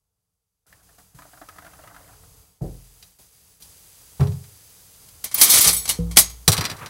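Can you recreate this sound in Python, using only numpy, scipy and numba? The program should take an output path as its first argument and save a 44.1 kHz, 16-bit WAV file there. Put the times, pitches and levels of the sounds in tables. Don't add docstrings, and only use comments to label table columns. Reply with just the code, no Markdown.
import sys
import numpy as np
from scipy import signal
from scipy.fft import rfft, irfft, next_fast_len
from scipy.io import wavfile
from scipy.ndimage import uniform_filter1d
from numba import njit

SR = 44100
rng = np.random.default_rng(int(sys.argv[2]) if len(sys.argv) > 2 else 0)


def unload_wav(signal):
    wavfile.write(
        sys.argv[1],
        SR,
        np.round(np.clip(np.atleast_2d(signal).T, -1, 1) * 32767).astype(np.int16),
    )


N = 303849
T = np.arange(N) / SR

# f/Hz, relative level/dB
HARD_KNOCK = [(150, -1), (400, 4), (900, 0.5), (1500, -14), (3000, -21.5), (12000, -33)]
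# f/Hz, relative level/dB, full ring t60/s
STEEL = [(2900, -19, .09), (3680, -18, 0.27), (4275, -11, .25), (5582, -12, 0.35), (6541, -11, 0.4),
         (7784, -7, 0.4), (8909, 2, 0.1), (9243, -5, 0.12), (10170, -4, 0.25), (10720, -9, 0.45),
         (11630, -4, .2), (13090, -3, .16), (14590, -20, 0.25), (15500, -9, 0.28)]
# t/s, level/dB
SCRAPE = [(5.35, -74), (5.38, -23.5), (5.408, -17.5), (5.43, -22), (5.46, -20), (5.494, -16.5),
          (5.56, -11.5), (5.59, -9), (5.6, -17.5), (5.63, -15), (5.695, -13), (5.735, -38), (5.85, -40)]


def undb(db):
    return 10 ** (np.asarray(db) / 20)


def curve(rows, edge_db=None):
    t, db = np.transpose(rows)
    return np.interp(T, t, db, edge_db, edge_db)


def colour(x, points):
    hz, db = np.transpose(points)
    size = next_fast_len(len(x))
    f = np.maximum(np.arange(size // 2 + 1) * SR / size, 1)
    gain = undb(np.interp(np.log(f), np.log(hz), db))
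    y = irfft(rfft(x, size) * gain, size)[:len(x)]
    return y / np.std(y)


def split(x, hz):
    low = signal.lfilter(*signal.butter(2, hz, fs=SR), x)
    high = signal.lfilter(*signal.butter(2, hz, "high", fs=SR), x)
    return low / np.std(low), -high / np.std(high)


def walk(rate):
    k = int(SR / rate)
    steps = np.repeat(rng.standard_normal(N // k + 1), k)
    return 1.2 * uniform_filter1d(steps, k)[:N]


@njit
def rings(n, sr, s, hz, gain, t60, glide, phase):
    out = np.zeros(n)
    for k in range(len(s)):
        start, length = int(s[k] * sr), int(t60[k] * sr)
        w = 2 * np.pi * hz[k] / sr
        p = np.exp(1j * w - np.log(1000.) / length)
        turn = np.exp(1j * w * glide[k] / length)
        z = gain[k] * np.exp(1j * phase[k])
        for i in range(start, min(n, start + length)):
            out[i] += z.imag
            z *= p
            p *= turn
    return out


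def ring(s, hz, db, t60, glide=0., phase=0.):
    settings = np.broadcast_arrays(s, hz, db, t60, glide, phase)
    s, hz, db, t60, glide, phase = (np.ravel(a) * 1. for a in settings)
    return rings(N, 1. * SR, s, hz, undb(db), np.maximum(t60, .002), glide, phase)


def bursts(noise, s, db, t60, rise_s):
    out = np.zeros(N)
    for start, level_db, decay in zip(s, db, np.broadcast_to(t60, np.shape(s))):
        i = int(start * SR)
        t = T[:min(N - i, int(decay * SR) + 9)]
        envelope = undb(level_db - 60 * t / decay) * (1 - np.exp(-t / rise_s))
        out[i:i + len(t)] += noise[i:i + len(t)] * envelope
    return out


def bubbles(rows, count, low_hz, octaves, spread_db, cycles):
    chance = rng.random((count, 3)).T
    s = rows[0][0] + (rows[-1][0] - rows[0][0]) * chance[0]
    hz = low_hz * 2 ** (octaves * chance[1])
    db = curve(rows)[np.minimum(s * SR, N - 1).astype(int)]
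    db = db - spread_db * np.log(np.maximum(chance[2], .05))
    return ring(s, hz, db, cycles / hz, glide=0.6)


def thud(blows, modes, knock, rise_s, knock_t60):
    s, db, knock_db, free = np.transpose(blows)
    hz, mode_db, mode_t60 = np.transpose(modes)
    phase = np.pi * np.arange(len(hz))
    body = ring(s[:, None], hz, db[:, None] + mode_db, mode_t60 * free[:, None], phase=phase)
    push = np.hanning(int(rise_s * SR))
    body = np.convolve(body, push / push.sum())[:N]
    noise = colour(rng.standard_normal(N), knock)
    return body + bursts(noise, s, db + knock_db, knock_t60 * free, rise_s)


def bed():
    # f/Hz, relative level/dB
    fizz_spectrum = [(530, -5.5), (1420, -7.5), (2070, -7.5), (3780, -5), (4500, -4), (4830, 1),
                     (5300, -4.5), (6400, 0.5), (7100, -3), (7850, 0.5), (8900, -2), (9800, 2),
                     (10800, -.5), (11700, 1.5), (13300, -5.5), (15800, -2)]
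    # f/Hz, relative level/dB
    hum_spectrum = [(12, -55), (20, 10), (98, 7.5), (151, -0.5), (188, 4), (221, -30), (285, -5.5),
                    (341, -28), (439, -3), (566, -16), (702, -12.5), (1370, -16), (1500, -23), (1950, -48),
                    (3300, -120)]
    # t/s, level/dB
    hum_level = [(.4, 2), (1.0, 0), (1.3, -2.5), (2.2, 3.5), (2.9, -3), (3.3, -7.5), (5.2, -2.5),
                 (6.0, 13.5), (6.5, -3)]
    # t/s, level/dB, hold/s
    openings = [(0, -86.5, 0.89), (0.666, -62.5, 0.11), (0.829, -61, 0.12), (0.982, -56.5, .01),
                (1.147, -57, 1.26), (2.617, -57, 0.45), (3.187, -54.5, 0.026), (3.323, -58.5, 0.21),
                (3.602, -53, 2), (5.26, -54.5, 2)]
    sag_db_per_s = 65
    current = np.searchsorted(np.array(openings)[1:, 0], T)
    opens, db, holds = np.transpose(openings)[:, current]
    grain_db = 0.68 * rng.exponential(size=N // 40 + 1).repeat(40)[:N]
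    pops = rng.standard_normal(N) * undb(grain_db)
    fizz = colour(pops, fizz_spectrum) * undb(3.5 + 0.3 * walk(16))
    hum = colour(rng.standard_normal(N), hum_spectrum) * undb(2 * walk(3.72) + curve(hum_level))
    sag_db = sag_db_per_s * np.maximum(T - opens - holds, 0)
    return (fizz + hum) * undb(db - sag_db)


def cupboard():
    # t/s, level/dB, knock against level/dB, share of the full ring time
    bumps = [(1.14, -41, -26, 0.35), (1.19, -53, -20, 1), (2.609, -21, -10, 1), (2.637, -24, -13.5, 0.62)]
    # f/Hz, relative level/dB, full ring t60/s
    modes = [(44.7, -8.5, 0.78), (71.4, -17, 0.69), (102, -17, 0.74), (126.6, 1, 0.45), (165.5, 2.5, 0.35),
             (319, 2, 0.25), (416, 7, 0.37), (840, 9, .2)]
    # f/Hz, relative level/dB
    soft_knock = [(150, 3.5), (400, 5.5), (800, -8), (1100, -24.5), (1600, -29), (12000, -73)]
    return thud(bumps, modes, soft_knock, rise_s=0.0058, knock_t60=0.37)


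def worktop():
    # t/s, level/dB, knock against level/dB, share of the full ring time
    thumps = [(3.19, -59, 8, 0.22), (4.195, -15.5, -13.5, 0.85), (4.203, -48, 1, 0.23),
              (4.21, -11, -42, 0.66), (4.275, -21, -42, 0.86), (4.328, -27, -37, 1),
              (6.477, -9, -8.5, 0.32), (6.578, -16.5, -8, 0.29), (6.7, -37.5, -25, 1),
              (6.81, -38.5, -22, 0.65)]
    # f/Hz, relative level/dB, full ring t60/s
    modes = [(88.7, -2, 0.39), (106.5, -5.5, 0.82), (133.2, 1, 0.3), (162.6, 1, 0.27), (207, -19, 0.4),
             (410, -12, 0.6), (553, -22.5, 0.4), (797, -29, .2)]
    return thud(thumps, modes, HARD_KNOCK, rise_s=0.0025, knock_t60=0.38)


def drainer():
    # t/s, level/dB, knock against level/dB, share of the full ring time
    rocks = [(5.66, -36.5, 4, 0.88), (5.988, -25, -27, 1), (6.17, -32.5, -25, 0.26)]
    # f/Hz, relative level/dB, full ring t60/s
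    modes = [(58.5, 3.5, 1.17), (98.6, -3, 0.68), (169, 7.5, 0.52), (284, -14, 0.72), (326, -27, 1.1),
             (485, 3.5, 0.29)]
    return thud(rocks, modes, HARD_KNOCK, rise_s=0.0022, knock_t60=0.34)


def pour():
    # t/s, level/dB
    fall = [(.66, -63.5), (1.1, -76), (1.2, -63.5), (1.5, -58.5), (1.7, -56.5), (1.95, -54.5), (2.1, -56),
            (2.35, -84), (2.6, -82)]
    # f/Hz, relative level/dB
    splash_spectrum = [(120, -19), (200, -6), (241, -62), (285, 8), (402, -23), (700, 1.5), (854, -4.5),
                       (1270, -2), (2090, -6.5), (2280, -38), (6000, -48)]
    # t/s, level/dB, low ring f/Hz, high ring f/Hz,
    # high ring against level/dB
    glugs = [(0.726, -49, 606, 1790, 15), (0.89, -43.5, 683, 1780, -0.5), (0.984, -34.5, 715, 1090, -6),
             (1.187, -30.5, 1010, 1240, -0.5), (1.22, -38.5, 1000, 1250, 8), (1.252, -35, 607, 1240, -14),
             (1.333, -34, 710, 1640, -3.5), (1.374, -43, 754, 1400, 6.5), (1.415, -24, 680, 1700, -8),
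             (1.487, -38, 1050, 1260, 14), (1.559, -41.5, 690, 1220, 3), (1.584, -31.5, 1040, 1260, 4),
             (1.622, -37, 700, 1330, 1), (1.647, -34.5, 662, 1390, 3), (1.665, -37.5, 670, 1410, 6),
             (1.734, -41.5, 716, 1240, 8), (1.791, -36, 616, 1340, -0.5), (1.837, -31.5, 607, 1260, -2),
             (1.873, -40, 990, 1260, 11.5), (1.909, -39.5, 600, 1250, -8), (1.944, -35.5, 1010, 1260, 2.5),
             (1.963, -42, 694, 1410, 10), (2.086, -40.5, 972, 1370, -11), (2.132, -42.5, 704, 1300, 1.5),
             (2.234, -42, 713, 1280, -1)]
    s, db, low_hz, high_hz, high_db = np.transpose(glugs)
    low = ring(s, low_hz, db - 11.5, 0.079, glide=0.034)
    high = ring(s + 0.000865, high_hz, db + high_db - 12.0, 0.059, glide=0.05)
    splash = colour(rng.standard_normal(N), splash_spectrum)
    dull = split(splash, hz=1700)[0]
    spatter = bursts(dull, s, db - 16.5, 0.13, rise_s=0.0012)
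    crisp_spectrum = [(900, -4), (1600, 10.5), (2600, -2.0), (4500, -7), (8000, -9.5)]
    crisp = colour(rng.standard_normal(N), crisp_spectrum)
    ticks = bursts(crisp, s, db + high_db - 13, 0.057, rise_s=0.00079)
    gurgle = undb(-4.5) * bubbles(fall, count=500, low_hz=524.0, octaves=2.6, spread_db=3.0, cycles=46)
    stream = splash * undb(curve(fall, edge_db=-120) - 5.5 + 3.6 * walk(39.47))
    return gurgle + stream + low + high + spatter + ticks


def ice():
    # t/s, level/dB, bright part against level/dB,
    # low body against level/dB
    cubes = [(3.026, -34, -7, -14), (3.622, -47, 16, -31), (4.206, -35.5, -1, 18.5), (4.229, -42, 2, 5),
             (4.271, -33, -12, -8), (4.32, -38, -16, -12), (4.44, -41, -14.5, -2), (6.478, -5.5, 9, 0.5),
             (6.518, -17.5, 10, -12), (6.528, -17.5, 6.5, 2.5), (6.538, -29, -7, -18),
             (6.567, -14.5, -11, -20), (6.578, -12.5, -8, -13), (6.609, -13.5, -12, -1),
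             (6.641, -15.5, -17, -7), (6.652, -9.5, -27, -26), (6.693, -37, -20, -9), (6.698, -20, -10, -7),
             (6.714, -24.5, -15, -9), (6.766, -38, 2, -26), (6.79, -48, 9, -19), (6.86, -24, -13, -9.5)]
    # f/Hz, relative level/dB, t60/s as clinks, cut short inside the crunch
    glass = [(720, -10.5, 0.1), (1270, -14, .08), (2494, -4, 0.027), (3320, -8.5, 0.024), (4180, 2, 0.032),
             (4830, -5.5, 0.15), (5810, -2.5, 0.058), (6300, -11, 0.071), (8750, -8, 0.051),
             (10550, -5, 0.044), (12200, -1, 0.035)]
    # t/s, level/dB
    slosh = [(6.47, -75), (6.55, -32), (6.7, -35), (6.77, -41.5), (6.83, -32.5), (6.89, -42.5)]
    crunch_t60 = 0.082
    s, db, bright_db, low_db = np.transpose(cubes)
    mode_hz, mode_db, mode_t60 = np.transpose(glass)

    white_spectrum = [(700, -30), (1600, -6), (4500, 0), (9000, -3), (12000, -6), (16000, -11)]
    white = colour(rng.standard_normal(N), white_spectrum)
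    damped = ring(0, mode_hz, mode_db, .25 * mode_t60)[:SR // 10]
    rung = signal.fftconvolve(white, damped)[:N]
    dull, bright = split(white + 0.7 * rung / np.std(rung), hz=5700)
    crunch = bursts(dull, s, db - 12.0, crunch_t60, rise_s=0.00022)
    crunch += bursts(bright, s, db + bright_db - 8.5, 0.98 * crunch_t60, rise_s=0.00068)

    pick = rng.standard_normal((len(s), 2, 3, len(mode_hz)))
    cluster_hz = mode_hz * (1 + .03 * pick[:, 0])
    cluster_db = db[:, None, None] - 23.5 + mode_db + 3 * pick[:, 1]
    clink = ring(s[:, None, None], cluster_hz, cluster_db, mode_t60, phase=9 * pick[:, 1])

    wet_spectrum = [(200, -2.0), (600, -6.5), (1200, 0.0), (2200, -8.5), (5000, -26.0)]
    wet = colour(rng.standard_normal(N), wet_spectrum)
    body = bursts(wet, s, db + low_db - 12.5, 1.41 * crunch_t60, rise_s=0.00083)
    gurgle = undb(-8) * bubbles(slosh, count=120, low_hz=476, octaves=2.32, spread_db=1.0, cycles=17)
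    wash = wet * undb(curve(slosh, edge_db=-120) - 5.0 + 0.79 * walk(50))
    return crunch + clink + body + gurgle + wash


def rattle():
    count, size = 70, 7
    when = rng.random((count, 2)).T
    pick = rng.random((2, count, size))
    s = SCRAPE[1][0] + (SCRAPE[-2][0] - SCRAPE[1][0]) * when[0]
    db = curve(SCRAPE)[(s * SR).astype(int)] - 9 * when[1] - 6.5
    hz = 550 * 2 ** (4.2 * pick[0])
    mode_db = db[:, None] + 5.3 * np.log2(hz / 6000) - 8 * pick[1]
    return ring(s[:, None], hz, mode_db, 0.07)


def cutlery():
    # t/s, level/dB, dull part against level/dB, decay/s (scaled for each layer)
    clashes = [(5.086, -31, 2, 0.032), (5.2404, -15, 3.5, 0.093), (5.313, -33, 15, 0.093),
               (5.345, -11.5, 1, 0.12), (5.413, 13.5, -9.5, 0.1), (5.4335, 4, -39, 0.19),
               (5.4983, 6.5, -44, 0.37), (5.535, 0.5, -19, 0.32), (5.6069, 3, -36, 0.28),
               (5.6426, -1, 0, 0.054), (5.673, 6, -9.5, 0.14), (5.7304, -18.5, 1.5, 0.093),
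               (5.8542, -17.5, 9, 0.039), (5.877, -19, 8, 0.16), (5.891, -0.5, -2.5, 0.074),
               (6.111, -35, 16, 0.085), (6.1613, -17.5, 7.5, 0.21), (6.17, 17.5, 2, 0.029),
               (6.1843, 11, -10.5, 0.094), (6.2975, -25, -9, 0.069)]
    # f/Hz, relative level/dB
    crash_spectrum = [(180, -8.5), (300, -7.5), (624, -13), (762, -6), (1080, -4), (1340, -6), (1720, -12),
                      (2030, -2), (2440, -6), (3640, -0.5), (5710, 1), (10100, 7), (13000, 7), (15900, 0.5)]
    # f/Hz, level against the dull part/dB, t60/s
    pot = [(2019, -56, .3), (4527, -42, .2), (4800, -45, .25), (6164, -38, .15), (6557, -43, .33),
           (6804, -48, .22), (7634, -45, .19), (8220, -41, .14)]
    s, db, dull_db, t60 = np.transpose(clashes)

    chance = rng.random((260, 3)).T
    crowd = ring(0, 600 + 15400 * chance[0], 14 * chance[1], 0.031 + 0.059 * chance[2])[:SR // 4]
    steel_hz, steel_db, steel_t60 = np.transpose(STEEL)
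    held = ring(0, steel_hz, steel_db + 20, .3 * steel_t60)[:SR // 4]
    grain = np.minimum(rng.exponential(size=N // 30 + 1), 4).repeat(30)[:N]
    grit = rng.standard_normal(N) * undb(2 * grain)
    rung = signal.fftconvolve(grit, crowd + held)[:N]
    crash = colour(rung / np.std(rung) + .75 * rng.standard_normal(N), crash_spectrum)
    dull, bright = split(crash, hz=6440)
    out = bursts(bright, s, db - 13.5, 0.97 * t60, rise_s=0.0027)
    out += bursts(dull, s, db + dull_db - 17.0, 1.81 * t60, rise_s=0.00057)

    pick = rng.random((3, len(s), 60))
    piece_hz = 3400 + 12300 * pick[0]
    piece_db = db[:, None] - 33 - 8 * pick[1]
    piece_t60 = t60[:, None] * (.7 + .9 * pick[2]) * (7000 / piece_hz) ** 0.7
    out += ring(s[:, None], piece_hz, piece_db, piece_t60, phase=50 * pick[1])

    pot_hz, pot_db, pot_t60 = np.transpose(pot)
    shake = rng.standard_normal((len(s), len(pot)))
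    struck_db = (db + dull_db)[:, None] + pot_db + 3 * shake
    out += ring(s[:, None], pot_hz, struck_db, pot_t60, phase=9 * shake)
    return out + crash * undb(curve(SCRAPE, edge_db=-120) + walk(70))


def utensil():
    # t/s, level/dB, share of the full ring time, tilt/(dB per octave)
    chimes = [(5.243, -31, 0.19, 9), (5.343, -28.5, 0.22, 18), (5.501, -18, 0.46, -12), (5.61, -24, 0.4, 6),
              (5.73, -24.5, 1, 5), (5.766, -24.5, 1, -2), (5.896, -28, 0.6, -19.5)]
    s, db, free, tilt_db = np.transpose(chimes)[:, :, None]
    hz, mode_db, mode_t60 = np.transpose(STEEL)
    scatter = rng.standard_normal((len(s), len(hz)))
    db = db + mode_db + tilt_db * np.log2(hz / 7000) + 2.5 * scatter
    t60 = np.minimum(mode_t60 * free, .45)
    twin_hz = hz + 15.7 * hz / 7000
    main = ring(s, hz, db, t60, phase=9 * scatter)
    twin = ring(s, twin_hz, db - 6, t60, phase=31 * scatter)
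    return main + twin


def kitchen(x):
    tail_t60, return_db = 0.36, -21
    t = T[:int(tail_t60 * SR)]
    dull, bright = (part[:len(t)] for part in split(rng.standard_normal(N), hz=6000))
    tail = dull * undb(-60 * t / tail_t60)
    tail += 0.63 * bright * undb(-60 * t / (0.36 * tail_t60))
    tail *= (t > .004) / np.sqrt(len(t))
    return signal.fftconvolve(x, tail)[:N] * undb(return_db)


def scene():
    near = pour() + ice() + rattle() + cutlery() + utensil()
    panels = cupboard() + worktop() + drainer()
    return (near + kitchen(near) + panels + bed())[None]


def record(dry):
    capsule = signal.lfilter(*signal.butter(3, 42, "high", fs=SR), dry)
    clipped = np.clip(capsule, -.93, .93)
    top_cut = signal.ellip(12, .2, 80, 15800, fs=SR, output="sos")
    return signal.sosfilt(top_cut, clipped)


dry = scene()
out = record(dry)
unload_wav(out)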